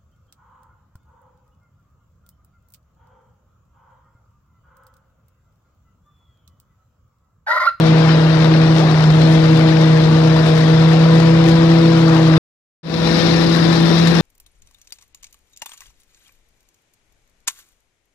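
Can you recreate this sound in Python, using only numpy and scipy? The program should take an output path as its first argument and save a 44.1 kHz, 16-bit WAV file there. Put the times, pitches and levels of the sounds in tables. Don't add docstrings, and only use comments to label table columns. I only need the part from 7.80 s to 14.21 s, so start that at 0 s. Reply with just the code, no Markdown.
import sys
import numpy as np
from scipy import signal
from scipy.io import wavfile
from scipy.ndimage import uniform_filter1d

SR = 44100
rng = np.random.default_rng(int(sys.argv[2]) if len(sys.argv) > 2 else 0)


def unload_audio(sound):
    columns = np.transpose(np.atleast_2d(sound))
    steps = np.round(np.clip(columns, -1, 1) * 32767)
    wavfile.write(sys.argv[1], SR, steps.astype(np.int16))


def voltage_ratio(level):
    return 10 ** (np.asarray(level, float) / 20)


N = 282681

STOP_S, START_S = 4.58, 5.03
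HOP, FRAME = 128, 1024


def evened(x):
    return x / np.sqrt(np.mean(x ** 2) + 1e-20)


def read(points, hz):
    f, value = np.transpose(points)
    return np.interp(np.log(hz + 1), np.log(f + 1), value)


def follow(tables, t):
    s, *columns = np.transpose(tables[0] + tables[1])
    return np.array([np.interp(t, s, c) for c in columns])


def drift(low_hz, top_hz, t):
    rates_hz = np.geomspace(low_hz, top_hz, num=16)
    return evened(sum(np.sin(2 * np.pi * (f * t + rng.random())) / np.sqrt(f) for f in rates_hz))


def smooth_drift(low_hz, top_hz, t):
    slow = t[::HOP]
    return np.interp(t, slow, drift(low_hz, top_hz, slow))


def spectrogram(x):
    return signal.stft(x, SR, nperseg=FRAME, noverlap=FRAME - HOP)


def blower():
    # (start_s, blade_rate_hz, blade_tone_db, pulse_sharpness_db, duct_shadow_db)
    shaft = [
        [(0.0, 160.6, -11.5, 1, 2.5), (.4, 159.3, -11.5, -4, 0), (.6, 159.3, -11.5, -1.5, -1),
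         (.98, 160.3, -12, 2.5, -2.5), (1.16, 156.5, -11.5, -9, -10), (1.3, 155.9, -9.5, -6.5, -5),
         (1.45, 159.4, -10.5, 2, 2), (2.0, 159.6, -11, 3, -0.5), (2.2, 158, -11.5, -3.5, 4.5),
         (2.45, 159.8, -11.5, 2, 0), (2.75, 158.6, -11.5, -4, 1.5), (3.3, 162.9, -10, 1, 1.5),
         (4.05, 165.1, -12, 5.5, 0), (4.58, 159.6, -11, 4, -3.5)],
        [(5.3, 165.7, -16.5, -3, 2.5), (5.55, 166.6, -15, 1.5, 1), (5.97, 165.3, -13.5, 1, -13),
         (6.3, 167.5, -12, -1, -2)],
    ]
    multiples = (1, 2, 3, 4, 4 / 5)
    # (loss_db, lag_rad)
    port_rule = [
        [(0, .3), (-3.3, .25), (-8, 1.4), (-8, .7), (0, .3)],
        [(-1.6, .47), (-8.8, 1.25), (-4, .9), (-7.6, .9), (-1.6, .4)],
    ]
    # (far_db, near_db, tone_share, sharpness_share, shadow_share)
    level_rule = [
        (0, -0.5, 0.99, 0, 0),
        (-22, -24, 0.011, 1, 0),
        (-25.5, -27.5, 0.025, .25, 0.88),
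        (-34.5, -34, 0, 0, .4),
        (-29.5, -38, 0.0077, 0.52, 0.1),
    ]
    wanders = (.4, .4, .6, 1.2, 2.)
    wobbles = (.5, 1.3, .8, 1.2, 1.5)
    duct_lags = (0, 0, 2.35, -1.2, 0)
    # (centre_hz, width_hz)
    fourth = (637., 30.)
    # (centre_hz, width_hz, rms_db)
    sixth = (982., 30., -37.)
    # (ratio, rms_db)
    weak_orders = [(.6, -42), (1.4, -44), (2.2, -42.5)]

    t = np.arange(N) / SR
    near = (t > START_S).astype(int)
    hz, *controls = follow(shaft, t)
    turn = 2 * np.pi * np.cumsum(hz) / SR

    levels = []
    for (far_db, near_db, *shares), wander_db in zip(level_rule, wanders):
        base_db = np.where(near, near_db, far_db) + np.dot(shares, controls)
        levels.append(base_db + wander_db * smooth_drift(1.18, 4., t))
    fourth_hz, fourth_width_hz = fourth
    levels[3] = levels[3] - 10 * np.log10(1 + (2 * (4 * hz - fourth_hz) / fourth_width_hz) ** 2)

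    out = np.zeros((2, N))
    for k, wobble_db, duct, db, far_port, near_port in zip(multiples, wobbles, duct_lags, levels, *port_rule):
        loss_db, lag = np.transpose([far_port, near_port])[:, near]
        size = np.sqrt(2) * voltage_ratio(db + wobble_db * smooth_drift(5., 22., t))
        angle = k * (turn + 0.014 * smooth_drift(1.9, 25., t)) + duct
        open_port = voltage_ratio(-loss_db / 2) * np.cos(angle)
        covered_port = voltage_ratio(loss_db / 2) * np.cos(angle - lag)
        out += size * np.array([open_port, covered_port])

    peak_hz, width_hz, peak_db = sixth
    out += np.sqrt(2) * voltage_ratio(peak_db) * np.cos(6 * turn) / (1 + (2 * (6 * hz - peak_hz) / width_hz) ** 2)
    for k, db in weak_orders:
        out += np.sqrt(2) * voltage_ratio(db) * np.cos(k * turn + smooth_drift(.5, 6., t))
    return out


def engine():
    # (pitch_hz, rms_db)
    orders = [(38, -61), (57, -42), (76, -40.5), (96, -45)]
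    t = np.arange(N) / SR
    swell, bend = [smooth_drift(.5, 8.7, t) for _ in range(2)]
    out = np.zeros(N)
    for hz, db in orders:
        angle = 2 * np.pi * hz * t + hz / 57 * 0.3 * bend
        out += np.sqrt(2) * voltage_ratio(db + 1.8 * swell) * np.sin(angle)
    return out


def whines():
    # (pitch_hz, far_rms_db, near_rms_db, covered_port_loss_db)
    tones = [(1825, -56, -45, 12), (3901, -49, -42, 22), (4860, -53, -48, 22), (8090, -76, -60, 25)]
    t = np.arange(N) / SR
    out = np.zeros((2, N))
    for hz, far_db, near_db, cover_db in tones:
        bend, swell = (smooth_drift(0.62, 13.0, t) for _ in range(2))
        level_db = np.where(t < START_S, far_db, near_db) + 1.4 * swell
        tone = voltage_ratio(level_db) * np.sin(2 * np.pi * np.cumsum(hz * (1 + .002 * bend)) / SR)
        out += np.sqrt(2) * tone * voltage_ratio(np.array([[0], [-cover_db]]))
    return out


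def sieve(t):
    rate_hz, peak_s = 8.85, 0.307
    return np.cos(2 * np.pi * rate_hz * (t - peak_s) + .3 * drift(0.17, 3.5, t))


def swells(t, hz, near, beat):
    # (roar_db, rumble_db, ring_db, stream_db)
    usual = [
        (.3, 0.5, -.5, -1.5),
        (.5, 2.5, -.5, -1),
    ]
    # (centre_s, swell_db, length_s, pitch_hz)
    clumps = [(0.08, 3.5, 0.022, 4200), (.2, 2, 0.6, 1000), (.31, 3.5, 0.054, 2500), (1.082, 4.5, .1, 400),
              (1.5, 2.5, 0.23, 200), (1.77, 3, 0.023, 3500), (2.0, 0, .1, 400), (2.7, 0.5, 0.23, 1000),
              (3.17, 2, 0.077, 400), (3.601, 0.5, .35, 1200), (3.96, 0.5, 0.063, 250),
              (4.38, 4, 0.078, 1000), (4.57, 5, 0.047, 1200), (5.42, 5, .12, 4000), (5.52, 1.5, .06, 500),
              (5.918, 1, .05, 1200), (6.12, 2, 0.072, 4200), (6.369, 2, .06, 600)]
    # (peak_s, swell_db)
    spills = [(.28, 9.5), (.66, 2), (1.0, 10), (1.1, 6), (1.41, 5), (1.54, 8.5), (1.78, 8.5), (2.12, 3),
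              (2.2, 0), (2.48, 3), (2.67, 11.5), (2.79, 7.5), (2.85, 1.5), (3.13, 5), (3.41, 9),
              (3.69, 12.5), (3.91, -1), (4.0, 2.5), (4.27, 5), (4.18, 4), (4.35, 7), (4.42, 4), (4.57, 6),
              (5.762, 7.5), (5.856, 1), (6.028, 6), (6.178, 2), (6.282, 8.5), (6.35, 5.5), (6.41, 4.5)]
    clump_octaves, ring_beat_db = 1.5, 0.65
    rise_s, fall_s = 0.037, 0.026
    turn_s, turn_length_s, away_db = 0.72, .5, -4

    roar_db, rumble_db, ring_db, stream_db = np.transpose(usual)[:, near]
    low = read([(250, 0.72), (600, 0)], hz)[:, None]
    high = read([(2500, 0.27), (3500, 0.92)], hz)[:, None]
    air_db = low * (rumble_db + 1.2 * drift(1.5, 9., t))
    air_db = air_db + high * (ring_db + ring_beat_db * beat) + (1 - low - high) * roar_db
    for s, db, length_s, pitch_hz in clumps:
        spread = np.log2((hz + 1) / pitch_hz)[:, None] / clump_octaves
        air_db = air_db + db * np.exp(-((t - s) / length_s) ** 2 - spread ** 2)

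    for s, db in spills:
        stream_db = stream_db + db * np.exp(-abs(t - s) / np.where(t < s, rise_s, fall_s))
    facing_away = np.clip(1 - (t - turn_s) / turn_length_s, 0, 1)
    return air_db, stream_db + away_db * facing_away


def nuts(per_s=2500., spread_db=3.3, ring_s=.0015):
    # (start_s, peak_db)
    knocks = [(0.1427, -42), (0.6225, -43.5), (0.644, -30), (0.9252, -34.5), (0.9642, -34), (1.2064, -36),
              (1.2391, -29), (1.3036, -32), (1.417, -33), (1.7729, -41), (1.811, -35), (1.886, -33),
              (2.5635, -34), (2.7782, -41), (2.9463, -56.5), (3.4008, -32.5), (3.6406, -34),
              (3.6613, -39.5), (3.686, -38), (3.902, -46.5), (4.1885, -37), (4.537, -35), (5.036, -45),
              (5.1404, -29.5), (5.2723, -39.5), (5.9289, -38.5), (6.2726, -32.5), (6.3527, -36.5)]
    sizes = voltage_ratio(spread_db * np.minimum(rng.exponential(1, (2, N)), 5))
    hits = sizes * (rng.random((2, N)) < per_s / SR)
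    ring = np.exp(-np.arange(2000) / SR / ring_s)
    burst = evened(np.sqrt(abs(signal.oaconvolve(hits ** 2, ring[None])[:, :N])))
    for s, db in knocks:
        part = burst[:, round(s * SR):][:, :2000]
        part += voltage_ratio(db + 41.) * np.exp(-np.arange(part.shape[1]) / SR / .0025)
    return burst * rng.standard_normal((2, N))


def panels(count=110, per_s=12., spread_db=2.5, cycles=450.):
    out = np.zeros((2, N))
    pitches = np.linspace(500 ** .5, 13000 ** .5, count) ** 2 * rng.uniform(.98, 1.02, count)
    strikes = round(per_s * N / SR)
    for hz in pitches:
        hits = np.zeros(N)
        hits[rng.integers(0, N, strikes)] = voltage_ratio(spread_db * np.minimum(rng.exponential(1, strikes), 4))
        decay_s = 0.033 + cycles / (hz + 1500)
        r = np.exp(-np.log(1000) / (SR * decay_s))
        ring = signal.lfilter([1], [1, -2 * r * np.cos(2 * np.pi * hz / SR), r * r], hits)
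        out += evened(ring) * hz ** .25 * rng.choice([-1, 1], (2, 1))
    return evened(out)


def place_colour(place, hz):
    # (pitch_hz, density_db)
    colour = [
        [(30, -32.5), (110, -7), (200, -4), (400, -2.5), (800, -7.5), (1700, -10.5), (2900, -16), (3900, -13.5),
         (5500, -19), (6100, -26), (8000, -35), (11500, -42), (12500, -45.5), (15000, -51.5)],
        [(30, -29), (110, -10), (200, 0), (400, -2), (800, -9), (1700, -11), (3100, -16.5), (3900, -12.5),
         (5600, -17), (6100, -24.5), (8000, -35), (11500, -37.5), (12800, -46.5), (15000, -46.5)],
    ]
    colour_db = (-19, -16.5)
    # (pitch_hz, loss_db)
    cover = [
        [(110, -1), (200, -1), (400, 1), (800, 6.5), (1100, 6.5), (1700, 10.5), (2600, 16), (3900, 23.5),
         (4500, 28), (5500, 25), (6600, 16.5), (11000, 14), (15200, 15.5)],
        [(110, 0.5), (200, 0), (400, 6.5), (800, 4), (1700, 14.5), (2300, 10.5), (3000, 16.5), (3900, 21),
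         (5500, 26), (6600, 21), (11000, 16), (15200, 11)],
    ]
    # (pitch_hz, likeness_ratio)
    likeness = [
        [(25, .8), (60, 0.95), (150, 1), (380, 0.86), (800, 0.89), (1600, .5), (3000, 0.6), (9000, 0.4)],
        [(60, 1), (150, 0.51), (380, 0.37), (800, 0.34), (1600, 0.31), (3000, .3), (9000, .3)],
    ]
    # (pitch_hz, lag_rad)
    port_lag = [(60, 0.048), (260, 0.14), (520, 0.69), (1300, 1.19), (2200, 2.05)]
    # (pitch_hz, width_hz, above_roar_db)
    casing = [
        [(408, 57, -5.5), (231, 67, -1), (984, 9.8, 4), (1825, 60, 2), (3640, 280, 1), (4030, 150, 2),
         (4900, 42, -0.5), (14200, 900, 7.5)],
        [(840.2, 60, -0.5), (1820, 50, 6.5), (3670, 160, 6), (4040, 140, 6.5), (4900, 39, 10.5), (5330, 123, 5),
         (8090, 40, 12), (14000, 900, 7)],
    ]

    rings_db = sum(db / (1 + (2 * (hz - f) / width_hz) ** 2) for f, width_hz, db in casing[place])
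    gain = voltage_ratio(read(colour[place], hz) + rings_db)
    gain = voltage_ratio(colour_db[place]) * evened(gain) * (hz < 15900)
    covered = voltage_ratio(-read(cover[place], hz)) * np.exp(-1j * read(port_lag, hz))
    return gain, covered, np.clip(read(likeness[place], hz), -1, 1)


def machine(patchy_db=0.73, flicker_db=0.56):
    # (pitch_hz, share_ratio)
    rattle_share = [(300, 0.026), (1200, 0.36), (3500, 0.36), (6500, 0.48), (12000, 0.54)]
    # (pitch_hz, share_ratio)
    fleck_share = [(500, .05), (1200, 0.22), (4000, 0.27), (6000, 0.35), (12000, 0.13)]

    hz, t, air = spectrogram(rng.standard_normal((2, N)))
    rattle = spectrogram(nuts())[2]
    ringing = spectrogram(panels())[2]
    fleck = np.clip(read(fleck_share, hz), 0, 1)[:, None]
    air = np.sqrt(1 - fleck) * air + np.sqrt(fleck) * ringing

    near = (t > (STOP_S + START_S) / 2).astype(int)
    beat = sieve(t)
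    swell_db, stream_db = swells(t, hz, near, beat)
    top = read([(5500, 0.22), (6800, 0.85)], hz)[:, None]
    patches = rng.standard_normal(air.shape[:0:-1]).T
    patches = uniform_filter1d(patches, size=10, axis=0)
    patches = evened(uniform_filter1d(patches, size=20, axis=1))

    shake_db = flicker_db * drift(4., 13.0, t) + beat
    rattle_db = top * stream_db + (0.5 - top) * swell_db + shake_db
    share = np.clip(read(rattle_share, hz), 0, 1)[:, None]
    z = np.sqrt(1 - share) * air * voltage_ratio(swell_db) + np.sqrt(share) * rattle * voltage_ratio(rattle_db)

    places = zip(place_colour(0, hz), place_colour(1, hz))
    gain, cover, same = (np.transpose(pair)[:, near] for pair in places)
    ports = np.array([z[0], cover * (same * z[0] + np.sqrt(1 - same ** 2) * z[1])])
    coloured = ports * gain * voltage_ratio(patchy_db * patches)
    return signal.istft(coloured, SR, nperseg=FRAME, noverlap=FRAME - HOP)[1][:, :N]


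def thumps():
    # (start_s, peak_db)
    landings = [(0.2927, -11), (0.7197, -16), (0.738, -12), (0.83, -14), (0.9832, -12), (1.144, -9),
                (1.1898, -22), (1.696, -20), (1.879, -14), (1.969, -12.5), (2.0744, -19), (2.2083, -20),
                (2.501, -16), (2.663, -13), (2.84, -19), (2.961, -18), (3.3997, -14.5), (3.6608, -17.5),
                (3.686, -15.5), (3.9852, -13), (4.4695, -19), (4.5375, -12), (5.0325, -38), (5.0504, -34),
                (5.0815, -31)]
    out, t = np.zeros((2, N)), np.arange(1500) / SR
    draws = rng.random((len(landings), 12))
    for (s, db), draw in zip(landings, draws):
        hz = 1000. * 6. ** draw[:6, None]
        modes = np.sin(2 * np.pi * (hz * t + draw[6:, None])) * voltage_ratio(-60 * t / .014)
        ring = modes.sum(axis=0) * np.minimum(t / .0003, 1)
        part = out[:, round(s * SR):][:, :len(t)]
        part += voltage_ratio(db - 6.0) * voltage_ratio(np.array([[0], [-22.]])) * ring[:part.shape[1]]
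    return out


def scene():
    return blower() + engine() + whines() + machine() + thumps()


def emptied_bands(x):
    # (pitch_hz, share_ratio)
    holes = [
        [(2000, 0), (2600, .004), (5500, .008), (7000, .04), (9500, .12), (11800, .18), (12500, .45),
         (14000, .3), (15100, .45), (15300, .985)],
        [(3900, .02), (4300, .25), (6000, .3), (9000, .4), (15100, .45), (15300, .985)],
    ]
    overlap = FRAME - 2 * HOP
    hz, t, z = signal.stft(x, SR, nperseg=FRAME, noverlap=overlap)
    draw = rng.random((2, len(hz) // 4 + 1, len(t) // 5 + 1))
    draw = draw.repeat(4, axis=1).repeat(5, axis=2)
    empty = draw[:, :len(hz), :len(t)] < np.array([read(port, hz) for port in holes])[:, :, None]
    return signal.istft(z * np.where(empty, .03, 1), SR, nperseg=FRAME, noverlap=overlap)[1][:, :N]


def low_pass(x):
    return signal.sosfilt(signal.butter(12, 15762, fs=SR, output="sos"), x)


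def record(dry):
    t = np.arange(N) / SR
    limited = dry / (1 + abs(dry) ** 8) ** (1 / 8)
    stop = np.clip((STOP_S - t) / 0.00082, 0, 1)
    since = t - START_S
    fade = np.clip(since / 0.0031, 0, 1) * np.clip(0.024 + since / 0.24, 0, 1)
    return low_pass(emptied_bands(limited) * (stop + fade))


dry = scene()
out = record(dry)
unload_audio(out)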